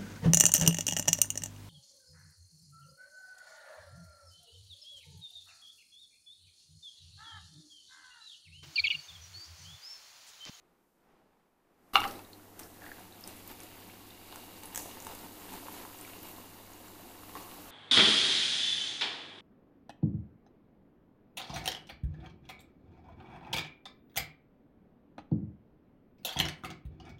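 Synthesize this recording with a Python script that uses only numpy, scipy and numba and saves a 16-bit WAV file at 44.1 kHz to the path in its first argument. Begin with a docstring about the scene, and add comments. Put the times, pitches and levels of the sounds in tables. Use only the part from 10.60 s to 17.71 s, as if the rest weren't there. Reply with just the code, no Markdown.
"""A can of fizzy drink is cracked open in a small kitchen and poured over ice into a tall glass.
Lid snaps are sums of decaying modes plus noise scratches; the escaping gas is a dense spray over a low rush.
Stream, froth and gurgle are swarms of damped sines, some ringing the air in the glass.
Noise bursts make the ice crack and knock; bubbles, and pings, some from cracking ice, are ringing chirps.
Behind them lie a room tone, a mains hum and a low rumble."""
import sys
import numpy as np
from scipy import signal
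from scipy.fft import rfft, irfft
from scipy.io import wavfile
from scipy.ndimage import uniform_filter1d
from numba import njit

SR = 44100
rng = np.random.default_rng(int(sys.argv[2]) if len(sys.argv) > 2 else 0)


def generate_wav(signal):
    """Clip the signal to [-1, 1] and save it as 16-bit WAV at the path in sys.argv[1]."""
    frames = np.transpose(np.atleast_2d(signal))
    scaled = np.clip(frames, -1, 1) * 32767
    pcm = np.round(scaled).astype(np.int16)
    wavfile.write(sys.argv[1], SR, pcm)


N = 313462
T = np.arange(N) / SR
OPEN_S = 1.335

# stream surges and slaps on the ice: t/s, extra level/dB, 1/e half-width/s
STREAM_SURGES = [(2.018, 7.5, 0.045), (2.25, 2, 0.036), (2.69, 6.5, 0.027), (2.906, 5.5, 0.022),
                 (3.043, 1.5, 0.026), (3.765, 1, .04), (4.195, 5.5, .04), (4.5, 5.5, 0.072), (4.64, 4, .04),
                 (4.942, 6.5, 0.041), (5.15, 3.5, 0.081), (5.434, 2, 0.027), (5.67, 2.5, 0.035),
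                 (5.798, 1.5, 0.022), (6.771, 6, .018)]


def undb(db):
    """Decibels to gain."""
    return 10 ** (np.asarray(db) / 20)


def unit(x):
    """Scale to rms 1."""
    return x / np.sqrt(np.mean(x ** 2))


def curves(table):
    """Columns of a table, linearly interpolated over time."""
    s, *columns = np.transpose(table)
    return [np.interp(T, s, c) for c in columns]


def swells(table):
    """Gaussian level rises in dB from rows of t/s, level/dB, 1/e half-width/s."""
    return sum(db * np.exp(-((T - s) / half_s) ** 2) for s, db, half_s in table)


def add(out, s, x, peak_db):
    """Mix x in at time s, scaled to the given peak level."""
    i = int(s * SR)
    scaled = x * undb(peak_db) / np.abs(x).max()
    out[i:i + len(x)] += scaled[:len(out) - i]


def colour(x, points):
    """Minimum-phase filter through (f/Hz, level/dB) points, by folding the cepstrum."""
    hz, db = np.transpose(points)
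    size = 8192
    bin_hz = np.arange(size // 2 + 1) * SR / size
    gain = undb(np.interp(np.log(bin_hz + 1), np.log(hz), db))
    cepstrum = irfft(np.log(gain))
    cepstrum[1:size // 2] *= 2
    cepstrum[size // 2 + 1:] = 0
    impulse = irfft(np.exp(rfft(cepstrum)))
    return signal.fftconvolve(x, impulse)[:len(x)]


@njit
def resonate(x, hz, width_hz):
    """State-variable band-pass with a movable centre, gain 1 at the centre."""
    y, band, low = np.empty(len(x)), 0., 0.
    for i in range(len(x)):
        g, damping = np.tan(np.pi * hz[i] / SR), width_hz / hz[i]
        v = (band + g * (x[i] + 1e-18 - low)) / (1 + g * (g + damping))
        band = 2 * v - band
        low += 2 * g * v
        y[i] = damping * v
    return y


@njit
def chirps(start_s, hz, cycles, size, glide):
    """Damped sines: each falls 60 dB in its cycles while its pitch rises by the fraction glide."""
    out = np.zeros(N)
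    for k in range(len(start_s)):
        length, first = int(cycles[k] / hz[k] * SR) + 2, int(start_s[k] * SR)
        turn = 2 * np.pi * hz[k] / SR
        phasor = size[k] + 0j
        step = np.exp(1j * turn - 6.9 / length)
        rise = np.exp(1j * turn * glide / length)
        for i in range(first, min(first + length, N)):
            out[i] += phasor.imag
            phasor *= step
            step *= rise
    return out


def bubbles(count, low_hz, high_hz, cycles, spread_db, glide):
    """Randomly timed damped sines, log-uniform in pitch, levels spread exponentially in dB; rms 1."""
    when, pitch, life, size = rng.random((count, 4)).T
    hz = low_hz * (high_hz / low_hz) ** pitch
    strength = np.minimum(-np.log(1 - size), 5.5)
    return unit(chirps(when * N / SR, hz, cycles * (.5 + life), undb(spread_db * strength), float(glide)))


def noise(points):
    """Coloured noise of rms 1."""
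    return unit(colour(rng.standard_normal(N), points))


def walk(rate_hz):
    """Smoothed random steps, rms near 1."""
    k = int(SR / rate_hz)
    steps = np.repeat(rng.standard_normal(N // k + 1), k)
    return unit(uniform_filter1d(steps, k)[:N])


def burst(t60_s):
    """Decaying noise, 0.1 s long."""
    t = T[:SR // 10]
    return rng.standard_normal(len(t)) * undb(-60 * t / t60_s)


def can():
    """Each snap of the aluminium rings lid modes, t*exp(-t/tau), with a thin scratch on top."""
    # lid and can modes: f/Hz, relative level/dB, tau/s
    lid_modes = [(804, -5.5, 0.0055), (1207, 2, 0.0011), (2276, -9.5, 0.0015), (2830, -1.5, 0.0015),
                 (3580, -6.5, 0.0011), (4060, -3.5, 0.00061), (5140, -12, 0.00057), (782, -27, 0.016),
                 (860, -25, 0.014), (1170, -37, .012), (1264, -19.5, 0.017), (1365, -24, 0.0088),
                 (2120, -34, 0.0088), (2890, -42, .008)]
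    # tab strains, score bursts, flap tears on: t/s, ring peak/dB, push centre f/Hz, scratch re ring/dB
    snaps = [(1.335, -32, 1300, -13), (1.341, -33, 2400, -10), (1.347, -28, 3600, -10),
             (1.3515, -25, 1300, -26), (1.3556, -4, 1940, -21), (1.3648, -20, 2600, -14),
             (1.368, -18.5, 1400, -16), (1.3735, -24, 1210, -26), (1.378, -22, 2200, -24),
             (1.3847, -27, 3020, -20), (1.3895, -33, 1200, -18), (1.397, -30, 1300, -11),
             (1.403, -27, 1100, -2), (1.4168, -24.5, 2200, -20), (1.427, -28, 1307, -20),
             (1.4333, -25, 1500, -14), (1.4395, -25.5, 1890, -10), (1.447, -32, 2600, -5),
             (1.4517, -24, 980, -24), (1.459, -44, 990, -20), (1.477, -47, 1500, 13.5),
             (1.51, -49.5, 2500, 13), (1.5265, -50, 1800, 4), (1.5912, -39, 1790, -5)]
    scratch_spectrum = [(300, -14), (1000, 0), (6000, 5.5), (8000, -3.0), (15000, -1)]
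    burst_s = 1.356
    out, t = np.zeros(N), T[:SR // 5]
    rest_hz, mode_db, tau_s = np.transpose(lid_modes)[..., None]
    for s, peak_db, push_hz, scratch_db in snaps:
        # lid bends before and after the burst: random detuning, most for fast-decaying modes
        bend = min(abs(s - burst_s) / 0.019, 1)
        hz = rest_hz + bend * 0.21 / tau_s * np.clip(rng.standard_normal(tau_s.shape), -2, 2)
        # modes near the push centre ring most
        gain = undb(mode_db - 4.1 * np.log2(rest_hz / push_hz) ** 2)
        modes = gain * t / tau_s * np.exp(-t / tau_s) * np.sin(2 * np.pi * hz * t)
        add(out, s, np.sum(modes, axis=0), peak_db)
        add(out, s, colour(burst(t60_s=0.025), scratch_spectrum), peak_db + scratch_db)
    return out


def gas():
    """Gas leaves as a bright spray and a low rush: fast onset, spurt, sag, then spent."""
    # spray spectrum: f/Hz, level/dB
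    spray_spectrum = [(1200, -28), (2000, -9.5), (3000, -12), (4600, -4.5), (6500, -13), (9000, -2.5),
                      (12500, 1.5), (15000, 6.5)]
    # rush spectrum: f/Hz, level/dB
    rush_spectrum = [(25, -2.5), (40, -10), (65, -15), (97, 3), (156, -19.5), (300, 2.5), (400, -7),
                     (800, -8), (2000, -18), (3000, -49)]
    attack_s, spent_s, spurt_s = 0.0058, .26, 0.024
    spray_base_db, rush_db, spurt_db, sag_db_per_s = -46.5, -43.5, 6.5, 15
    age_s = np.maximum(T - OPEN_S + attack_s / 2, 0)
    pressure = np.minimum(age_s / attack_s, 1) * np.exp(-(age_s / spent_s) ** 4)
    spray_db = spray_base_db + spurt_db * np.exp(-age_s / spurt_s) - sag_db_per_s * age_s
    jets = bubbles(count=30000, low_hz=1950, high_hz=15200, cycles=3.6, spread_db=2.5, glide=0)
    spray = unit(colour(jets, spray_spectrum))
    return pressure * (undb(spray_db) * spray + undb(rush_db) * noise(rush_spectrum))


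def driven(surge_db, full_db, per_flow, per_surge):
    """Layer gain from full-flow level, and dB per dB of flow and of surge."""
    # can tilt sets the stream: t/s, flow re full stream/dB
    flow = [(1.62, -8.5), (1.95, -12), (2.14, -8.5), (2.3, -4), (2.54, -7.5), (2.8, -4), (3.2, -5),
            (3.56, -7), (3.75, -3), (4.32, -2), (4.5, -2.5), (4.76, -1), (5.12, 0), (5.7, -1), (6.0, -5),
            (6.58, -4), (6.82, 0), (7.11, -2)]
    flow_db, = curves(flow)
    return undb(full_db + per_flow * flow_db + per_surge * surge_db)


def glass(x, note_db, width_hz):
    """The air column rings with whatever stirs it; its lowest note rises as the glass fills."""
    # upper air resonances: f/Hz, width/Hz, relative level/dB
    upper_modes = [(2220, 80, -4.5), (2847, 126, 2.5), (3890, 760, -2.5), (4660, 98, 2.5)]
    # filling: t/s, lowest resonance f/Hz, level of the upper ones/dB
    air_note = [(1.6, 720, -1.5), (3.2, 792, -7), (3.7, 870, 4.5), (4.5, 920, 3), (5.2, 990, -4.5),
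                (6.0, 1000, 5), (7.1, 1130, -4.5)]
    note_hz, upper_db = curves(air_note)
    lowest = resonate(x, note_hz, float(width_hz))
    upper = sum(undb(db) * resonate(x, np.full(N, float(hz)), float(width)) for hz, width, db in upper_modes)
    return x + undb(note_db) * lowest + undb(upper_db) * upper


def pour():
    """The wobbling stream traps large bubbles, spatters on ice, slaps in drops; froth bubbles burst."""
    # splash spectrum: f/Hz, level/dB
    splash_spectrum = [(210, -30), (350, -4), (614, -8), (705, 0), (1030, 2), (1190, -1.5), (1960, -1),
                       (2200, -8), (2860, -35), (4840, -120)]
    # spatter spectrum: f/Hz, level/dB
    spatter_spectrum = [(1300, -9.5), (1800, -5.5), (2500, 0), (3200, -0.5), (4500, 0), (5200, 0.5),
                        (7000, -18.5)]
    # fizz spectrum: f/Hz, level/dB
    fizz_spectrum = [(2650, -29), (4500, -7.5), (4740, -14), (5420, -8), (7100, -2.5), (8200, -3),
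                     (12500, 6), (14400, 8.5), (15000, 8), (15500, 6.5)]
    surge_db = swells(STREAM_SURGES) + 1.05 * walk(rate_hz=28)
    # stream lands on a bare cube for a while: more spatter, less splash
    bare = np.exp(-((T - 3.1) / 0.72) ** 2)

    large = bubbles(count=9000, low_hz=363, high_hz=2150, cycles=4.8, spread_db=2, glide=0.13)
    blips = bubbles(count=260, low_hz=452, high_hz=1480, cycles=20, spread_db=1.0, glide=.15)
    splash = unit(colour(large, splash_spectrum)) + undb(-7.5) * blips
    splash = unit(glass(splash, note_db=-10.5, width_hz=150)) * undb(-1.5 * bare)
    splash *= driven(surge_db, full_db=-55.5, per_flow=0.66, per_surge=0.86)

    specks = bubbles(count=16000, low_hz=1500, high_hz=5730, cycles=3.7, spread_db=0.0, glide=0.093)
    drops = bubbles(count=700, low_hz=1010, high_hz=4000, cycles=5.1, spread_db=3.0, glide=0)
    spatter = unit(colour(specks, spatter_spectrum)) + undb(-6.5) * drops
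    spatter = unit(glass(spatter, note_db=-8, width_hz=220)) * undb(5.5 * bare)
    spatter *= driven(surge_db, full_db=-57.5, per_flow=1.22, per_surge=0.71)

    froth = bubbles(count=70000, low_hz=3940, high_hz=16000, cycles=4.1, spread_db=0.0, glide=0)
    prickle = bubbles(count=1500, low_hz=6000, high_hz=14800, cycles=34, spread_db=3.5, glide=.04)
    fizz = unit(colour(froth, fizz_spectrum)) + undb(-14) * prickle
    fizz *= driven(surge_db, full_db=-53, per_flow=0.98, per_surge=.35)
    return splash + spatter + fizz


def gurgle():
    """The stream plunges into the first shallow pool and traps bubbles of nearly one size."""
    # gurgles: t/s, 1/e half-width/s, level/dB
    gurgles = [(2.01, 0.047, -60), (2.28, 0.12, -60.5)]
    swell = sum(undb(db) * np.exp(-((T - s) / half_s) ** 2) for s, half_s, db in gurgles)
    return swell * bubbles(count=1800, low_hz=1400, high_hz=2050, cycles=20, spread_db=1.5, glide=.08)


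def ice():
    """Cubes crack with a bright tick, and knock dully in the glass as they start to float."""
    # cracks in the warm drink: t/s, relative peak level/dB
    cracks_at = [(1.993, -30.5), (1.997, -30.5), (2.676, -30), (2.876, -36), (3.0334, -39), (3.759, -33),
                 (4.0343, -30), (4.0562, -36), (4.1477, -23.5), (4.159, -19), (4.176, -19.5), (4.193, -28),
                 (4.22, -31), (4.402, -34), (4.423, -33), (4.449, -33), (4.469, -31), (4.5503, -31),
                 (4.93, -34), (4.937, -37), (5.412, -38)]
    # crack spectrum: f/Hz, level/dB
    crack_spectrum = [(600, -7), (1000, -1.5), (2000, -6.5), (4800, -9.5), (6200, 0.5), (8500, -0.5),
                      (10000, -2.5), (12500, -2.5), (15000, -1.5)]
    # cubes shift and knock: t/s, relative peak level/dB
    knocks_at = [(3.725, -31.5), (3.758, -36.5), (3.928, -43), (4.104, -41), (4.159, -32), (4.176, -33),
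                 (4.199, -35), (4.258, -29.5), (4.371, -33), (4.468, -28.5), (4.488, -35), (4.519, -37),
                 (4.921, -41), (4.954, -37), (5.068, -33), (5.084, -29.5), (5.251, -32), (5.783, -36),
                 (6.633, -36), (6.694, -36), (6.753, -28), (6.7568, -38), (6.7637, -32), (6.768, -30.5)]
    knock_spectrum = [(120, -11), (300, -1.0), (1000, 4.5), (1800, -1), (3000, -11.5), (6000, -21), (12000, -21)]
    cracks, knocks = np.zeros(N), np.zeros(N)
    for s, db in cracks_at:
        add(cracks, s, colour(burst(t60_s=0.014), crack_spectrum), db - 2)
        add(cracks, s, colour(burst(t60_s=0.0023), crack_spectrum), db - 2.5)  # sharp first split
    for s, db in knocks_at:
        add(knocks, s, colour(burst(t60_s=0.0088), knock_spectrum), db)
    return cracks + undb(-7.0) * glass(knocks, note_db=10.0, width_hz=136)


def pops_and_pings():
    """A bubble, or the bright ping of an ice crack, ticks and rings, a weaker companion up to 3 ms behind."""
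    # bubbles, and pings, some from cracking ice: t/s, initial ring level/dB, f/Hz
    singles = [(1.44, -26.5, 2010), (1.555, -42.5, 3930), (1.6493, -50.5, 3790), (1.7318, -42, 4180),
               (1.797, -49, 1440), (2.0326, -42.5, 5480), (2.22, -44, 1800), (2.241, -42, 1600),
               (2.264, -39.5, 1790), (2.317, -38, 1720), (2.382, -47, 1490), (2.3961, -44, 9930),
               (2.524, -48, 3880), (2.6091, -40, 12700), (2.639, -36.5, 5170), (2.675, -35.5, 9000),
               (2.7663, -42, 10940), (2.8765, -34, 14200), (2.9134, -38, 12400), (3.0032, -40, 6350),
               (3.004, -43, 9300), (3.0334, -40, 11300), (3.299, -44.5, 2280), (3.506, -45, 3750),
               (4.0564, -34, 10500), (4.4023, -39, 6960), (4.4232, -42, 6990), (5.1254, -38, 12400),
               (5.4112, -37.5, 9200), (5.449, -40, 2290), (5.6303, -37, 12700), (5.666, -44, 2780),
               (5.687, -35, 11850), (5.713, -39, 12400), (6.283, -47, 7300)]
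    s, db, hz = np.array(singles, float).T.copy()
    cycles = 27 * (hz / 1000) ** 0.53  # to -60 dB; higher pitches ring for more cycles
    lag, detune = rng.random((len(s), 2)).T
    ticks = np.zeros(N)
    for when, level_db, pitch in singles:
        tick = colour(burst(t60_s=0.013), [(pitch / 4, -18), (pitch, 0), (pitch * 2, -8)])
        add(ticks, when, tick, level_db - 9)
    rings = chirps(s, hz, cycles, undb(db), 0.034)
    companions = chirps(s + .003 * lag, hz * (0.954 + 0.09 * detune), cycles * 0.51, undb(db - 1.5), .1)
    return ticks + companions + rings


def background(opened):
    """Faint wandering room tone and thin hiss; after opening, mains hum and a rumble that follows the pour."""
    # room tone spectrum: f/Hz, level/dB
    quiet_spectrum = [(25, -5), (119, -15), (170, -5.5), (350, -4), (600, -10.5), (800, -8.5),
                      (1500, -16.5), (3000, -25.5), (6000, -35), (12000, -47)]
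    # rumble spectrum: f/Hz, level/dB
    rumble_spectrum = [(25, -2), (40, -8.5), (57, -3), (75, -6.5), (135, -12), (165, -8.5), (186, 1.5),
                       (205, -6), (240, -0.5), (275, 0), (305, 2), (380, -4.5), (520, -9), (800, -16.5),
                       (1600, -24.5)]
    # mains harmonics: f/Hz, mean rms level/dB
    hum_lines = [(100, -64.5), (200, -83), (300, -69.5)]
    # faint hiss swells: t/s, extra level/dB, 1/e half-width/s
    hiss_swells = [(.3, 4, 0.21), (1.33, 12, 0.14)]
    thin_spectrum = [(2000, -14), (5000, -5.5), (9000, -3.5), (13000, -0.5), (15000, -1.5)]
    murk = undb(-69.5 + 3.2 * walk(rate_hz=4.8)) * noise(quiet_spectrum)
    thin = undb(-84 + swells(hiss_swells)) * noise(thin_spectrum)
    hum = sum(undb(db) * np.sqrt(2) * np.sin(2 * np.pi * hz * T) for hz, db in hum_lines)
    hum = hum * undb(walk(rate_hz=7))
    rumble_gain = driven(swells(STREAM_SURGES), full_db=-54, per_flow=0.4, per_surge=0.93)
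    return murk + thin + opened * (rumble_gain * noise(rumble_spectrum) + hum)


def kitchen(x, t60_low_s, t60_high_s, wet_db):
    """Close walls answer after 4 ms with scattered noise; bass and treble decay separately."""
    t = T[:SR * 3 // 5]
    scatter = rng.standard_normal(len(t)) * (t > .004)
    low = signal.sosfilt(signal.butter(1, 3500, fs=SR, output="sos"), scatter)
    high = scatter - low
    tail = low * undb(-60 * t / t60_low_s) + high * undb(-60 * t / t60_high_s)
    return x + undb(wet_db) * signal.fftconvolve(x, tail / np.linalg.norm(tail))[:N]


def scene():
    """Can, stream, ice, pops and pings, with room tails, over the background; mono."""
    opened = np.clip((T - OPEN_S) / 0.015, 0, 1)
    opening = kitchen(can() + gas(), t60_low_s=0.33, t60_high_s=0.19, wet_db=-12.5)
    stream = kitchen(opened * pour() + gurgle(), t60_low_s=0.34, t60_high_s=0.33, wet_db=-9.0)
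    cubes = kitchen(ice(), t60_low_s=0.43, t60_high_s=0.58, wet_db=-3.5)
    plinks = kitchen(pops_and_pings(), t60_low_s=0.13, t60_high_s=0.17, wet_db=-7.5)
    return (opening + stream + cubes + plinks + background(opened))[None]


def record(dry):
    """The recorder cuts the top steeply: elliptic low-pass at 15.05 kHz."""
    return signal.sosfilt(signal.ellip(12, .2, 70, 15050, fs=SR, output="sos"), dry)


dry = scene()
out = record(dry)
generate_wav(out)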